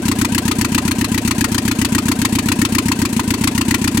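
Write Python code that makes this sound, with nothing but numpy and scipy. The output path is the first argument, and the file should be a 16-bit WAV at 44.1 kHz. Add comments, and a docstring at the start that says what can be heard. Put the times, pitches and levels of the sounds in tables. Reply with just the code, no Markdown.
"""Lumpy idle at the open engine bay

A four-cylinder petrol engine, two microphones close over the bay and its cone air filter. Each cycle has
four unequal intake strokes: a thump, two sharp chuffs and a soft gulp. Every stroke pushes the air in the
intake, rings it on a rising note and draws a rush of air with faint whistles. The engine stumbles once.
Underneath, the machinery rumbles and whirrs; bonnet and panels throw back short reflections."""
import sys
import numpy as np
from scipy import signal
from scipy.fft import rfft, irfft
from scipy.io import wavfile
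from scipy.ndimage import uniform_filter1d

SR = 44100
rng = np.random.default_rng(int(sys.argv[2]) if len(sys.argv) > 2 else 0)


def transcribe(u):
    """Save the signal u as a 16-bit wav file named by the first command-line argument.

    u: samples, shape (n,) or (channels, n), limited to [-1, 1]; the rate is SR.
    q: integer samples, one column per channel.
    """
    v = np.clip(np.atleast_2d(u).T, -1, 1)
    q = np.round(v * 32767).astype(np.int16)
    wavfile.write(sys.argv[1], SR, q)


N = 176400

# engine cycles: thump_s, thump_db, first_chuff_s, first_chuff_db, second_chuff_s, second_chuff_db
ENGINE_CYCLES = [(0.0536, 0.6, 0.081, 0.7, 0.1146, -1.2), (0.1868, 0.6, 0.2132, 1.1, 0.2471, -1.0),
                 (0.3202, -0.7, 0.3466, -0.5, 0.3798, 0.7), (0.4525, 0.3, 0.4788, -0.7, 0.5126, -0.1),
                 (0.5847, 0.1, 0.6115, 1.1, 0.6459, -0.6), (0.7186, -0.7, 0.7456, 0.7, 0.7794, 0.8),
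                 (0.8513, 0.5, 0.8774, -1.5, 0.9112, -0.0), (0.9835, -0.5, 1.0102, -1.8, 1.0436, 0.1),
                 (1.1159, -0.1, 1.1427, -2.0, 1.1769, 0.6), (1.2487, -0.0, 1.2756, -1.6, 1.3093, -0.1),
                 (1.3815, 0.3, 1.4085, 0.3, 1.4424, 1.8), (1.5171, 1.4, 1.5448, -0.5, 1.5796, -0.2),
                 (1.6513, 0.4, 1.6784, -0.3, 1.7123, 0.3), (1.7868, 0.4, 1.8146, -0.4, 1.8478, 1.4),
                 (1.9211, 0.1, 1.9482, 0.6, 1.9817, 0.0), (2.0552, -0.5, 2.0829, 0.3, 2.1153, 0.2),
                 (2.1884, -0.9, 2.2156, -0.6, 2.2495, 2.2), (2.3246, 0.4, 2.352, -1.0, 2.386, 0.5),
                 (2.4579, -0.6, 2.4848, -0.4, 2.5171, 1.3), (2.5884, -0.4, 2.6151, 0.6, 2.6495, 0.8),
                 (2.7219, -0.2, 2.7485, -1.2, 2.7827, 1.4), (2.8559, -0.1, 2.883, -1.7, 2.9167, 0.4),
                 (2.9893, 0.1, 3.0165, -0.8, 3.0515, -0.6), (3.1271, -0.4, 3.1643, 2.0, 3.1947, -0.7),
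                 (3.2761, -0.8, 3.3045, 0.0, 3.3384, -2.6), (3.4101, -0.2, 3.4376, 0.0, 3.4731, 1.9),
                 (3.5492, -0.2, 3.5772, -1.5, 3.6107, -0.3), (3.6817, 1.1, 3.7081, 0.1, 3.7423, 2.2),
                 (3.815, -1.0, 3.8415, -1.0, 3.875, 0.3), (3.9456, -1.3, 3.972, 1.6, 4.009, 0.0)]
# intake ring by stroke: lag_s, pitch_hz, rise_hz_per_s, level_db, attack_s, hold_s, decay_s, push_db
INTAKE_RINGS = dict( thump=(.0001, 203, 1600, -6.6, .0032, .0002, .0105, -18),
                first=(.0055, 198, 6700, -9.6, .0035, .010, .0058, -11),
                second=(.0047, 196, 6900, -13, .0035, .008, .008, -14),
                gulp=(.005, 200, 3900, -16.6, .003, .010, .015, -23),
                stumble=(.0001, 208, 1900, -4.8, .003, .007, .010, -22))
# rush of air by stroke: lag_s, level_db, attack_s, hold_s, decay_s
AIR_RUSHES = dict( thump=(-.003, -24.6, .005, .004, .013), first=(-.0007, -17.1, .002, .0045, .005),
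              second=(-.001, -16.4, .003, .004, .0052), gulp=(-.002, -31.7, .006, .007, .018))
# colours of the air in the two chuffs and in the softer draw of thump and gulp: frequency_hz, level_db
FIRST_CHUFF_COLOUR = [(700, -10.9), (950, -2.7), (1200, -3.5), (1480, -2.8), (1650, -3.9), (1880, 0.0),
                      (2100, -4.0), (2400, -3.3), (3300, -6.6), (4300, -7.9), (5200, -8.9), (8000, -7.0),
                      (11500, -8.5), (15500, -14.1)]
SECOND_CHUFF_COLOUR = [(750, -8.4), (1050, 0.0), (1350, -4.8), (1600, -9.5), (2050, -4.2), (2600, -6.7),
                       (3300, -8.9), (4300, -9.2), (5200, -12.8), (8000, -10.8), (11500, -13.1),
                       (15500, -19.6)]
DRAW_COLOUR = [(600, -12.0), (820, -9.6), (950, 0.0), (1200, -12.7), (1600, -12.1), (2200, -10.5),
               (2620, -8.6), (3200, -12.9), (4200, -14.9), (5000, -16.0), (6000, -14.3), (8000, -11.4),
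               (11000, -13.8), (15500, -22.1)]
# balance of the air noise between the microphones: frequency_hz, left_minus_right_db
MIC_BALANCE = [(500, 4.5), (750, -0.1), (1000, -6.1), (1300, 5.6), (1800, 11.1), (3000, 8.2), (4500, 13.2),
               (6500, 11.2), (8500, 8.1), (11000, 2.6), (15500, 5.0)]
# pops and whistles by stroke: stroke, lag_s, pitch_hz, rise_hz_per_s, pitch_scatter_share, # level_db,
# attack_s, hold_s, decay_s, pan_db, drift_db_per_s
STROKE_WHISTLES = [ ("first", -.003, 920, 15000, .04, -25, .003, .001, .003, -4, .5),
                   ("first", .001, 1620, 25000, .10, -22, .003, .002, .003, 9, -.4),
                   ("first", .001, 2450, 12000, .07, -26, .003, .002, .003, 10, 0),
                   ("second", -.003, 950, 13000, .02, -19, .003, .0015, .0035, -6, .3),
                   ("second", .001, 1300, 9000, .06, -24.5, .003, .002, .003, 10, -1),
                   ("second", .001, 2250, 15000, .10, -25, .003, .002, .003, 10, 0),
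                   ("second", .001, 4200, 20000, .12, -26, .002, .002, .003, 12, 0),
                   ("second", .030, 670, 3800, .015, -33.5, .008, .016, .010, -4, -2),
                   ("second", .026, 540, 4200, .02, -33.5, .006, .012, .010, -4, -2),
                   ("second", .022, 400, 5000, .04, -33, .004, .010, .012, -3, -2),
                   ("gulp", .003, 1500, 5000, .04, -34.5, .018, .008, .005, 12, -2),
                   ("gulp", .004, 980, 500, .025, -33, .005, .002, .005, -7, 0),
                   ("thump", -.008, 960, 500, .02, -31, .003, .002, .004, -5, 0),
                   ("thump", .006, 965, -1500, .02, -30, .003, .008, .006, -4, 0),
                   ("stumble", .028, 860, 20000, .01, -15, .002, .002, .004, 0, 0)]
# resonances of the intake pipe and filter housing: pitch_hz, width_hz, gain_db
HOUSING_MODES = [(1900, 90, -9), (2620, 150, -4.5), (4400, 160, -4), (6500, 200, -5), (7870, 200, -2),
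                 (8650, 220, -4), (10400, 300, -5)]
# colours of the steady machinery: frequency_hz, level_db
RUMBLE_COLOUR = [(15, -10), (28, -6), (38, -18), (55, -3), (85, -1), (120, -2), (160, 3), (250, -2),
                 (380, -3), (550, -17), (900, -27), (2000, -50)]
WHIRR_COLOUR = [(300, -12), (550, -3), (950, -2), (1300, -6), (2500, -6), (5000, -14), (9000, -14),
                (15500, -26)]


def engine_strokes(stumble_cycle=23, gulp_lag_s=.0375):
    """Rows of start_s, strength_db by stroke; in the stumble a second thump replaces the first chuff."""
    thump, first, second = np.hsplit(np.array(ENGINE_CYCLES), 3)
    cycle_s = thump[1, 0] - thump[0, 0]
    second = np.vstack([second[0] - [cycle_s, 0], second])  # already running at the start
    gulp = np.column_stack([second[:, 0] + gulp_lag_s, np.zeros(len(second))])
    stumble = np.array([[first[stumble_cycle, 0], 0]])
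    first = np.delete(first, stumble_cycle, axis=0)
    return dict(thump=thump, first=first, second=second, gulp=gulp, stumble=stumble)


def intake(strokes, strength_share=.4, pitch_scatter=.015, scatter_db=1.1):
    """Each stroke pushes the air column, then sucks on it so that it rings on a rising note."""
    out = np.zeros(N)
    # slow swing of the air in the whole intake
    push = envelope(attack_s=.0045, hold_s=0, decay_s=.011) * glide(hz=82, rise_hz_per_s=1200)
    for kind, (lag, hz, rise, db, attack, hold, decay, push_db) in INTAKE_RINGS.items():
        for start, strength_db in strokes[kind]:
            pitch_luck, level_luck, decay_luck = rng.standard_normal(3)
            gain = undb(strength_share * strength_db)
            shape = envelope(attack, hold, decay * np.exp(.15 * decay_luck))
            ring = shape * glide(hz * (1 + pitch_scatter * pitch_luck), rise)
            add(out, start, gain * undb(push_db) * push)
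            add(out, start + lag, -gain * undb(db + scatter_db * level_luck) * ring)
    return out


def rushing_air(strokes, roughness=.2):
    """A gritty burst of turbulence in each stroke: short and loud in chuffs, long and soft otherwise."""
    out = np.zeros((2, N))
    colours = dict(thump=DRAW_COLOUR, first=FIRST_CHUFF_COLOUR,
                   second=SECOND_CHUFF_COLOUR, gulp=DRAW_COLOUR)
    for kind, (lag, db, attack, hold, decay) in AIR_RUSHES.items():
        flow = np.zeros(N)
        rows = np.vstack([strokes[kind], strokes["stumble"]]) if kind == "thump" else strokes[kind]
        for start, strength_db in rows:
            add(flow, start + lag, undb(db + strength_db) * envelope(attack, hold, decay))
        eddies = uniform_filter1d(rng.standard_normal(N), size=30)
        grit = np.exp(roughness * eddies / eddies.std() - roughness ** 2)
        out += flow * grit * air_at_mics(colours[kind], low_hz=680)
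    return out


def air_at_mics(colour, low_hz, likeness=.14):
    """Turbulence, partly alike at the two microphones, its treble to the left by the air filter."""
    common = noise(colour, low_hz)
    separate = np.array([noise(colour, low_hz) for _ in range(2)])
    pair = np.sqrt(likeness) * common + np.sqrt(1 - likeness) * separate
    hz = np.arange(N // 2 + 1) * SR / N
    return irfft(rfft(pair) * pan(on_log(MIC_BALANCE, hz)), N)


def housing(rush):
    """The rushing air rings the pipe and filter housing with a metallic colour."""
    out = rush
    for hz, width, db in HOUSING_MODES:
        out = out + undb(db) * signal.lfilter(*signal.iirpeak(hz, hz / width, fs=SR), rush)
    return out


def whistles(strokes, scatter_db=1.6):
    """Short tones that open the chuffs, and faint rising whistles that sing between them."""
    out = np.zeros((2, N))
    for kind, lag, hz, rise, scatter, db, attack, hold, decay, pan_db, drift in STROKE_WHISTLES:
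        for start, strength_db in strokes[kind]:
            pitch_luck, level_luck = rng.standard_normal(2)
            tone = envelope(attack, hold, decay) * glide(hz * (1 + scatter * pitch_luck), rise)
            level_db = db + drift * start + strength_db + scatter_db * level_luck
            add(out, start + lag, pan(pan_db) * undb(level_db) * tone)
    return out


def machinery(rumble_db=-30.8, spread_db=-13, whirr_db=-39):
    """Block, belts and alternator: a steady rumble, much alike at both microphones, and a wide whirr."""
    spread = np.array([noise(RUMBLE_COLOUR, low_hz=15) for _ in range(2)])
    rumble = noise(RUMBLE_COLOUR, low_hz=15) + undb(spread_db) * spread
    whirr = air_at_mics(WHIRR_COLOUR, low_hz=200)
    return undb(rumble_db) * rumble, undb(whirr_db) * whirr


def engine_bay(direct, echo_db=-13, t60_s=.10, top_hz=4000):
    """The direct sound with dense, short, dull reflections from the nearby bonnet and panels."""
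    fade = envelope(attack_s=.004, hold_s=0, decay_s=t60_s / np.log(1000))
    echoes = rng.standard_normal((2, len(fade))) * fade
    echoes = signal.sosfilt(signal.butter(1, top_hz, fs=SR, output="sos"), echoes)
    echoes /= np.sqrt((echoes ** 2).sum(axis=1, keepdims=True))
    return direct + undb(echo_db) * signal.fftconvolve(direct, echoes, axes=1)[:, :N]


def undb(db):
    """Decibels to gain."""
    return 10 ** (np.asarray(db) / 20)


def on_log(points, hz):
    """Read rows of frequency_hz, level_db along a log-frequency axis."""
    point_hz, point_db = np.array(points, float).T
    return np.interp(np.log(np.maximum(hz, 1)), np.log(point_hz), point_db)


def pan(db):
    """Gains for the two microphones; positive db leans left."""
    return undb(np.array([[.5], [-.5]]) * db)


def noise(colour, low_hz):
    """Noise of rms 1 with the given colour, falling steeply below low_hz."""
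    hz = np.arange(N // 2 + 1) * SR / N
    gain = undb(on_log(colour, hz)) * (1 - 1 / (1 + (hz / low_hz) ** 4))
    coloured = irfft(rfft(rng.standard_normal(N)) * gain, N)
    return coloured / coloured.std()


def stroke_time():
    """Time axis long enough for one stroke to die away."""
    return np.arange(SR // 8) / SR


def envelope(attack_s, hold_s, decay_s):
    """Smooth rise, hold, exponential fall."""
    t = stroke_time()
    onset = np.sin(np.pi / 2 * np.clip(t / attack_s, 0, 1)) ** 2
    return onset * np.exp(-np.maximum(t - attack_s - hold_s, 0) / decay_s)


def glide(hz, rise_hz_per_s):
    """A resonance whose pitch moves at a steady rate."""
    t = stroke_time()
    return np.sin(2 * np.pi * (hz * t + rise_hz_per_s * t * t / 2))


def add(out, start_s, sound):
    """Mix a sound in at a start time."""
    offset = int(round(start_s * SR))
    begin, end = max(offset, 0), min(offset + sound.shape[-1], N)
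    if end > begin:
        out[..., begin:end] += sound[..., begin - offset:end - offset]


def scene():
    """Close over the engine: the bass arrives direct, near the centre; the treble echoes in the bay."""
    strokes = engine_strokes()
    rumble, whirr = machinery()
    bass = intake(strokes) + rumble
    treble = housing(rushing_air(strokes)) + whistles(strokes) + whirr
    return pan(db=1.05) * bass + engine_bay(treble)


def record(dry):
    """The recorder clips at full scale, thins the deepest bass and cuts the top."""
    low_cut_hz, top_hz = 38, 16000
    clipped = np.clip(dry, -1, 1)
    thinned = signal.sosfilt(signal.butter(1, low_cut_hz, "highpass", fs=SR, output="sos"), clipped)
    return signal.sosfilt(signal.ellip(10, .1, 80, top_hz, fs=SR, output="sos"), thinned)


dry = scene()
out = record(dry)
transcribe(out)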